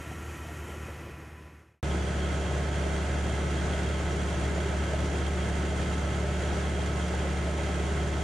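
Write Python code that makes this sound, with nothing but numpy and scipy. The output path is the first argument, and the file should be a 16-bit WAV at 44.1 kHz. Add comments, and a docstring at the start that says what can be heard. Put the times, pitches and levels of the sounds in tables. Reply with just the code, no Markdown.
"""A four-cylinder bulldozer diesel at working speed, from the operator's seat, in two scenes.
First, on grass, in mono: the exhaust drones, the fan hums, pistons knock, injectors hiss, the turbo
whistles and track links clank. From 0.7 s the microphone turns to the dashboard and the sound fades out.
At 1.8 s the machine cuts in on bare clay, closer, louder and in stereo, with buzzing plates and short
squeaky flare-ups of a 3.2 kHz rattle. From 3.3 s the turbo's whistle sags as its boost falls."""
import sys
import numpy as np
from scipy import signal
from scipy.fft import rfft, irfft
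from scipy.io import wavfile
from scipy.ndimage import uniform_filter1d, map_coordinates

SR = 44100
rng = np.random.default_rng(int(sys.argv[2]) if len(sys.argv) > 2 else 0)


def bounce(signal):
    """Save signal as a 16-bit WAV file at the path given by the first command-line argument."""
    frames = np.transpose(np.atleast_2d(signal))
    limited = np.clip(frames, -1, 1)
    pcm = np.round(limited * 32767).astype(np.int16)
    wavfile.write(sys.argv[1], SR, pcm)


N = 362943
TIME, HZ = np.arange(N) / SR, np.fft.rfftfreq(N, 1 / SR)
LEFT_RIGHT = np.array([[1], [-1]])


def amp(db):
    """Decibels to gain."""
    return 10 ** (np.asarray(db) / 20)


def unit(x):
    """Scales to an rms of one."""
    return x / np.sqrt(np.mean(x ** 2) + 1e-20)


def curve(points):
    """Rows (f/Hz, value) joined by straight lines on a log-frequency axis."""
    hz, value = np.transpose(points)
    return np.interp(np.log(HZ + 1), np.log(hz + 1), value)


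def resonances(peaks):
    """The gain in dB of rows (f/Hz, width/Hz, gain/dB)."""
    return sum(db / (1 + (2 * (HZ - hz) / width) ** 2) for hz, width, db in peaks)


def drift(rate_hz):
    """Smooth random wandering of rms one."""
    knots = rng.standard_normal(2048)
    slow = irfft(rfft(knots) / (1 + (np.fft.rfftfreq(2048, TIME[-1] / 2048) / rate_hz) ** 4))
    return unit(np.interp(TIME, np.linspace(0, TIME[-1], len(slow)), slow))


def low_pass(x, edge_hz):
    """Steep low-pass of each channel."""
    taps = signal.firwin(511, edge_hz, window=("kaiser", 9), fs=SR)
    return signal.oaconvolve(x, taps[None], "same", axes=1)


def whistle(hz, width_hz):
    """Narrow noise around a steady or moving pitch."""
    band = 1 + (2 * np.fft.fftfreq(N, 1 / SR) / width_hz) ** 2
    spectrum = (rng.standard_normal(N) + 1j * rng.standard_normal(N)) / band
    carrier = np.exp(2j * np.pi * np.cumsum(hz * np.ones(N)) / SR)
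    return unit((np.fft.ifft(spectrum) * carrier).real)


def engine_cycles(speed):
    """Cycles turned so far, four firings to each."""
    return np.cumsum(np.interp(TIME, *np.transpose(speed))) / SR / 4


# likeness of the two microphones at the seat: f/Hz, correlation
MIC_LIKENESS = [(60, 0.3), (290, 2), (640, 0.63), (1400, 0.4), (3100, 0.83), (5500, 0.54), (7000, 0.6),
                (9500, 0.16), (15000, 0)]
# their balance: f/Hz, left minus right/dB
MIC_BALANCE = [(60, -.2), (380, .3), (700, -.5), (1290, -4.5), (2380, -2), (4400, -1.2), (8000, 2.8),
               (15000, 1)]
def microphone_pair(mid, side):
    """Mid and side spectra reach the two microphones as partly alike signals."""
    likeness = np.clip(curve(MIC_LIKENESS), 0, 1)
    side = side * np.sqrt((1 - likeness) / (1 + likeness))
    return irfft((mid + LEFT_RIGHT * side) * amp(LEFT_RIGHT * curve(MIC_BALANCE) / 2), N)


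def tones(turns, orders, waver_db, spread=0):
    """Tones locked to a shaft; higher ones waver more and, with spread, reach the pair out of step."""
    out = np.zeros((2, N))
    for multiple, db in orders:
        hz = multiple * turns[-1] / TIME[-1]
        loose = hz / (hz + 250)
        start, side = rng.uniform(-np.pi, np.pi), rng.choice([-1, 1])
        phase = 2 * np.pi * multiple * turns + start + 0.18 * loose * drift(1.7)
        apart = LEFT_RIGHT * side * spread * loose ** 2
        tilt_db = LEFT_RIGHT * np.interp(hz, *np.transpose(MIC_BALANCE)) / 2
        out += amp(db + waver_db * loose * drift(4.8) + tilt_db) * np.cos(phase - apart)
    return out


# the turbo's pitch on grass: t/s, f/Hz
TURBO_PITCH = [(0, 12280), (.55, 12200), (.7, 12420), (.92, 12030), (1.2, 12250), (1.8, 12250)]
def wavering_turbo():
    """The compressor's faint whistle wavers in pitch."""
    return whistle(np.interp(TIME, *np.transpose(TURBO_PITCH)), width_hz=260)


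def sagging_turbo(boosted_hz=12860, eased_hz=12370, hold_s=3.3, sag_s=0.8):
    """The compressor's thin whistle holds, then sags as the boost falls."""
    boost = np.exp(-np.maximum(TIME - hold_s, 0) / sag_s)
    return whistle(eased_hz + (boosted_hz - eased_hz) * boost, width_hz=160)


# flare-ups of the rattle, heard at the seat: t/s, relative level/dB
RATTLE_FLARES = [(2.247, -50), (2.766, -48.5), (3.101, -49), (3.594, -50), (3.875, -48), (3.931, -46),
                 (4.2, -47), (5.01, -47), (5.418, -46), (6.886, -51), (7.666, -46), (7.755, -50)]
def rattle_flares(half_length_s=0.014):
    """The 3.2 kHz rattle flares up in short, squeaky bursts."""
    level = sum(amp(db) * np.exp(-((TIME - s) / half_length_s) ** 2) for s, db in RATTLE_FLARES)
    return level * whistle(3230, width_hz=170)


def frame_thud(swell_s, centre_hz=547, width_hz=850, decay_s=0.0048):
    """The blow of a link passes into the track frame as a short, dull knock."""
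    t, hz = np.arange(SR // 4) / SR, np.fft.rfftfreq(SR // 4, 1 / SR)
    band = 1 / (1 + (2 * (hz - centre_hz) / width_hz) ** 4)
    mid, side = unit(irfft(rfft(rng.standard_normal((2, len(t)))) * band, len(t)))
    envelope = (1 - np.exp(-(t / swell_s) ** 2)) * np.exp(-np.maximum(t - swell_s, 0) / decay_s)
    return (mid + 0.3 * LEFT_RIGHT * side) * envelope


# modes of a track shoe: ratio to the ring pitch, relative level/dB, t60/s
SHOE_MODES = [(.62, -3.5, 0.1), (1.0, 2.5, 0.094), (1.15, -7, 0.086), (2.35, -30, .06), (3.4, -32, .05),
              (5.3, -20, 0.03)]
def shoe_ring(ring_hz, swell_s, scrape=0.38):
    """A link scrapes briefly as it lands, then the modes of its shoe ring out together."""
    t = np.arange(SR // 4) / SR
    ring = np.zeros((2, len(t)))
    for ratio, db, t60 in SHOE_MODES:
        detune, apart = rng.standard_normal(2)
        grit = unit(uniform_filter1d(uniform_filter1d(rng.standard_normal(len(t)), 160), 60))
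        phase = 2 * np.pi * ring_hz * ratio * (1 + 0.011 * detune) * (t - swell_s)
        level = amp(db - 60 * np.maximum(t - swell_s, 0) / t60)
        ring += level * (1 + scrape * grit) * np.sin(phase + 0.3 * LEFT_RIGHT * apart)
    return (1 - np.exp(-2 * (t / swell_s) ** 2)) * ring


def land_links(landings, thud_gain_db):
    """Each landing link rings its shoe and knocks the frame."""
    out = np.zeros((2, N))
    for s, ring_db, ring_hz, thud_db, scrape_ms in landings:
        swell_s = scrape_ms / 1000
        sound = amp(ring_db) * shoe_ring(ring_hz, swell_s)
        sound += amp(thud_db + thud_gain_db) * frame_thud(swell_s)
        start = max(round((s - swell_s) * SR), 0)
        out[:, start:start + sound.shape[1]] += sound[:, :N - start]
    return out


def soft_links(start_s, end_s, level_db, thud_gain_db, links_per_s=5.9, ring_hz=611, scrape_ms=5.33):
    """Links land softly at the pace of the crawl, each a little off in time, force and ring."""
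    late, force, detune = rng.standard_normal((64, 3)).T
    when = start_s + (np.arange(64) + 0.5) / links_per_s + 0.028 * late
    db = level_db + 0.5 * force
    rows = np.transpose([when, db, ring_hz * (1 + 0.054 * detune), db, np.full(64, scrape_ms)])
    return land_links(rows[(when > start_s) & (when < end_s)], thud_gain_db)


# hard landings below the seat: t/s, relative ring level/dB, f/Hz, relative thud level/dB, scrape/ms
HARD_LANDINGS = [(.114, -45, 740, -49, 7), (.494, -47, 690, -46, 7), (.689, -46, 460, -47, 7),
                 (.741, -44.5, 524, -43, 7), (.889, -46, 545, -42, 9.3), (1.945, -40, 645, -47, 5),
                 (2.142, -38, 398, -46, 5), (2.512, -36, 626, -47, 5), (2.866, -35, 633, -42, 8),
                 (3.159, -34, 602, -36, 5.9), (3.385, -37, 410, -43, 10), (3.66, -35, 374, -45, 6.7),
                 (3.716, -41, 650, -41, 5), (4.512, -34, 378, -46, 6.1), (4.571, -37, 644, -43, 3.8),
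                 (4.728, -37, 640, -43, 5.2), (4.923, -36, 404, -50, 4.6), (4.937, -31.5, 632, -39, 6),
                 (5.143, -36, 420, -42, 4.4), (5.644, -35, 395, -46, 5), (5.724, -35, 617, -41, 5),
                 (5.973, -43, 594, -39, 5), (6.245, -35, 592, -39, 5.3), (6.529, -34, 713, -36, 7),
                 (6.585, -36, 640, -48, 5), (7.139, -40, 526, -30, 7.8), (7.255, -36, 530, -34, 8.6),
                 (7.475, -34, 653, -41, 6.5), (7.588, -35, 567, -42, 6.2)]
def hard_links():
    """Now and then a link drops hard on the rollers."""
    return land_links(HARD_LANDINGS, thud_gain_db=3.5)


def facing(start_s=0.68, turn_s=0.42):
    """How far the microphone has turned towards the dashboard, 0 to 1."""
    return np.clip((TIME - start_s) / turn_s, 0, 1)


# hum and whine at the dashboard: multiple of the cycle rate, relative level/dB
DASH_ORDERS = [(18, -47.5), (52.5, -58.5)]
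def dashboard_hum(cycles):
    """Two engine tones swell as the microphone turns to the dashboard."""
    return facing() * tones(cycles, DASH_ORDERS, waver_db=6.5)


# resonances beside the hood and at the dashboard: f/Hz, width/Hz, gain/dB
HOOD_PEAKS = [(689, 70, 3), (1000, 50, 5), (1350, 90, 7.5), (1860, 80, 6), (2200, 250, 1.5), (2610, 99, 3),
              (3060, 150, 6), (5770, 300, 7), (6630, 410, 8), (7600, 560, 4.5)]
DASH_PEAKS = [(333, 45, 3), (485, 99, 2), (690, 130, 3), (1000, 45, 5), (1390, 400, 2), (1820, 110, 5),
              (2080, 170, 3), (2500, 450, 2), (5530, 700, 4), (6600, 500, 5.5)]
def hood_to_dashboard(x, shade_db=-2.5, shade_hz=5000):
    """Bright beside the hood, the sound turns boxier at the dashboard, where the hood shades the treble."""
    treble_db = shade_db * HZ ** 4 / (HZ ** 4 + shade_hz ** 4)
    spectrum = rfft(x.mean(0))
    hood = irfft(spectrum * amp(resonances(HOOD_PEAKS)), N)
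    dash = irfft(spectrum * amp(resonances(DASH_PEAKS) + treble_db), N)
    return hood + facing() * (dash - hood)


# strength of each cylinder's burst: relative level/dB
CYLINDER_DB = [-1, 1, 0.5, -0.5]
def firing_bursts(cycles, decay_firings):
    """A level that jumps at each firing and falls until the next; cylinders and single firings differ."""
    firings = 4 * cycles
    index, age = firings.astype(int), firings % 1
    size_db = np.take(CYLINDER_DB, index, mode="wrap") + 1.5 * rng.standard_normal(1024)[index % 1024]
    return unit(amp(size_db) * np.exp(-age / decay_firings) * (1 - np.exp(-age / 0.08)))


# loose plates, guards and fuel lines near the seat: f/Hz, width/Hz, level/dB
LOOSE_METAL = [(388.5, 58, -49.5), (3230, 220, -57), (6100, 160, -81), (7080, 270, -63.5)]
def rattles(cycles, flutter_db=3.5):
    """Loose metal is shaken by the firings and buzzes in short spurts."""
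    shaking = firing_bursts(cycles, decay_firings=0.71)
    return sum(amp(db) * unit(whistle(hz, width) * shaking * amp(flutter_db * drift(20)))
               for hz, width, db in LOOSE_METAL)


# the fan ahead of the seat: harmonic, relative level/dB
FAN_HARMONICS = [(1, 0), (2, -12), (4, -11.5), (5, -23), (6, -21)]
def fan(cycles, waver_db, spread=0, blades_per_cycle=9.895):
    """The belt-driven fan hums at the rate its blades pass."""
    return tones(blades_per_cycle * cycles, FAN_HARMONICS, waver_db, spread)


def piston_knock(cycles):
    """Pistons and valves strike the block in the same pattern every cycle."""
    pattern = rng.standard_normal((2, 2400))
    place = (cycles % 1) * pattern.shape[1]
    strikes = np.array([map_coordinates(row, [place], order=3, mode="grid-wrap") for row in pattern])
    return unit(strikes) * firing_bursts(cycles, decay_firings=1.2)


def panel_ripple():
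    """Crowded sheet-metal modes leave fine peaks and dips, in dB, that merge in the high treble."""
    knots_hz = np.arange(0, SR / 2, 55)
    depth_db = 4 * HZ / (HZ + 1500) / (1 + (HZ / 4000) ** 2)
    return depth_db * np.interp(HZ, knots_hz, rng.standard_normal(len(knots_hz)))


def blend(spectrum, sound, share):
    """Gives a sound its share of the power in a spectrum."""
    return np.sqrt(share) * rfft(sound) + np.sqrt(1 - share) * spectrum


def clatter(cycles, body_db, knock, hiss, roar, shake_db):
    """Fan air, exhaust gusts, injector hiss and piston knock, all sounding through block and hood."""
    air, gas, fuel = rng.standard_normal((3, 2, N))
    # the gusts throb once per crank turn and once per firing
    throb = unit(1 + 0.18 * np.cos(2 * np.pi * 2 * cycles) + 0.25 * np.cos(2 * np.pi * 4 * cycles))
    injectors = fuel * firing_bursts(cycles, decay_firings=1)
    knock_band = HZ ** 2 / (HZ ** 2 + 800 ** 2) / (1 + (HZ / 2600) ** 8)
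    drive = blend(rfft(air), gas * throb, roar / (1 + (HZ / 1500) ** 2))
    drive = blend(drive, injectors, hiss * HZ ** 2 / (HZ ** 2 + 2500 ** 2))
    drive = blend(drive, piston_knock(cycles), knock * knock_band)
    mid, side = drive * amp(body_db + panel_ripple()) * HZ / np.hypot(HZ, 15)
    shake = amp(shake_db * drift(9.1))  # the whole machine shakes as it crawls
    return unit(microphone_pair(mid, side)) * shake


# exhaust and timing gears, farther off and close by: multiple of the cycle rate, relative level/dB
FAR_ORDERS = [(3.5, -56), (4, -42.2), (6, -54), (8, -51), (12, -59.5), (16, -61), (18, -54.5), (36, -64),
              (52, -63), (60, -62.5), (69, -65), (72, -65), (80, -66.8), (84, -68.8), (95, -67),
              (98, -65.5), (102, -68.4), (136, -69.7)]
CLOSE_ORDERS = [(4, -31.1), (6, -56), (7, -51.5), (8, -43.8), (9, -53.5), (12, -51.5), (16, -54.5),
                (18, -48.3), (20, -51), (21, -56), (22, -46.5), (23, -55.5), (24, -56), (25, -61),
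                (26, -57), (31, -61), (32, -57), (33, -56), (36, -57.5), (48, -54), (51.25, -60.5),
                (53, -63), (59, -64.5), (71, -53.2), (72, -55.8), (76, -62), (81, -63.5), (84, -57.5),
                (89, -61.5), (102, -62.5), (108, -65), (114, -59), (120, -62), (128.5, -64.5), (140, -67),
                (170, -62.5)]
def exhaust_drone(cycles, close):
    """Exhaust pulses drone at the firing rate, with the timing gears' tones above."""
    if close:
        return amp(3) * tones(cycles, CLOSE_ORDERS, waver_db=0.9, spread=0.49)
    return amp(2.5) * tones(cycles, FAR_ORDERS, waver_db=0)


# firing rate on grass: t/s, f/Hz
GRASS_FIRING = [(.1, 76.4), (.7, 76.95), (1.3, 76.55), (1.7, 76.7)]
# colour of the clatter, farther off: f/Hz, relative level/dB
FAR_COLOUR = [(20, -27), (40, -15), (65, 2.5), (125, 3), (205, -6), (340, -2.5), (600, -11), (1100, -13),
              (2600, -15.5), (3500, -24.5), (4300, -28.5), (8000, -28), (12300, -29.5)]
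def engine_on_grass():
    """The engine a little faster and farther off, as the microphone turns to the dashboard."""
    cycles = engine_cycles(GRASS_FIRING)
    drone = exhaust_drone(cycles, close=False)
    hum = amp(-55) * fan(cycles, waver_db=3.5)
    noise = clatter(cycles, curve(FAR_COLOUR), knock=0.22, hiss=0.2, roar=0.71, shake_db=0.5)
    machine = hood_to_dashboard(amp(-42.5) * noise + amp(-70.5) * wavering_turbo())
    return drone + hum + machine + amp(-2.5) * dashboard_hum(cycles)


# firing rate on clay: t/s, f/Hz
CLAY_FIRING = [(1.85, 72.19), (2.65, 72.55), (2.9, 72.31), (3.75, 72.72), (4.35, 72.45), (6.55, 72.85),
               (7.25, 72.33), (7.75, 72.82), (8.2, 72.7)]
# colour of the clatter, close by: f/Hz, relative level/dB
CLOSE_COLOUR = [(20, -14), (55, -11), (110, -2), (140, -5), (200, -7), (245, -8.5), (310, -7.5), (380, -11),
                (500, -10), (660, -11), (1000, -20), (1170, -21), (1800, -19.5), (2700, -26), (3700, -29),
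                (4400, -31), (5300, -34.5), (8000, -38.5), (9300, -41.5), (10400, -41.5), (11400, -54),
                (14000, -58), (15500, -68.7)]
# resonances of block, hood and fuel lines: f/Hz, width/Hz, gain/dB
CLOSE_PEAKS = [(113, 15, 2.5), (1060, 38, 1), (1140, 84, -1), (1280, 94, 3.5), (1460, 200, 4),
               (2070, 270, 1.5), (2310, 62, 1.5), (3160, 640, 5.5), (5750, 210, 5.5), (6050, 140, 6),
               (6950, 1500, 8), (8700, 590, 8), (12450, 500, 5)]
def engine_on_clay():
    """The engine close to the microphone pair, with a deep steady drone."""
    cycles = engine_cycles(CLAY_FIRING)
    drone = exhaust_drone(cycles, close=True)
    hum = amp(-37) * fan(cycles, waver_db=0.45, spread=0.8)
    body_db = curve(CLOSE_COLOUR) + resonances(CLOSE_PEAKS)
    noise = clatter(cycles, body_db, knock=0.19, hiss=0.36, roar=0.62, shake_db=0.55)
    return drone + hum + amp(-34.5) * noise + rattles(cycles) + amp(-89) * sagging_turbo()


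def scene(fade_start_s=0.85, fade_end_s=1.812, cut_s=1.829):
    """Grass, in mono, fades to silence; clay cuts in, in stereo."""
    clanks = hard_links()
    grass = engine_on_grass() + clanks + soft_links(0, cut_s, level_db=-52, thud_gain_db=-7)
    clay = engine_on_clay() + clanks + amp(-2) * rattle_flares()
    clay += soft_links(cut_s, TIME[-1], level_db=-42, thud_gain_db=-15)
    mono_grass = low_pass(grass.mean(0, keepdims=True), edge_hz=12500)
    fade = np.clip((fade_end_s - TIME) / (fade_end_s - fade_start_s), 0, 1) ** 1.12
    return np.where(TIME < cut_s, fade * mono_grass, clay)


def record(dry):
    """The recorder's band limit."""
    return low_pass(dry, edge_hz=15700)


dry = scene()
out = record(dry)
bounce(out)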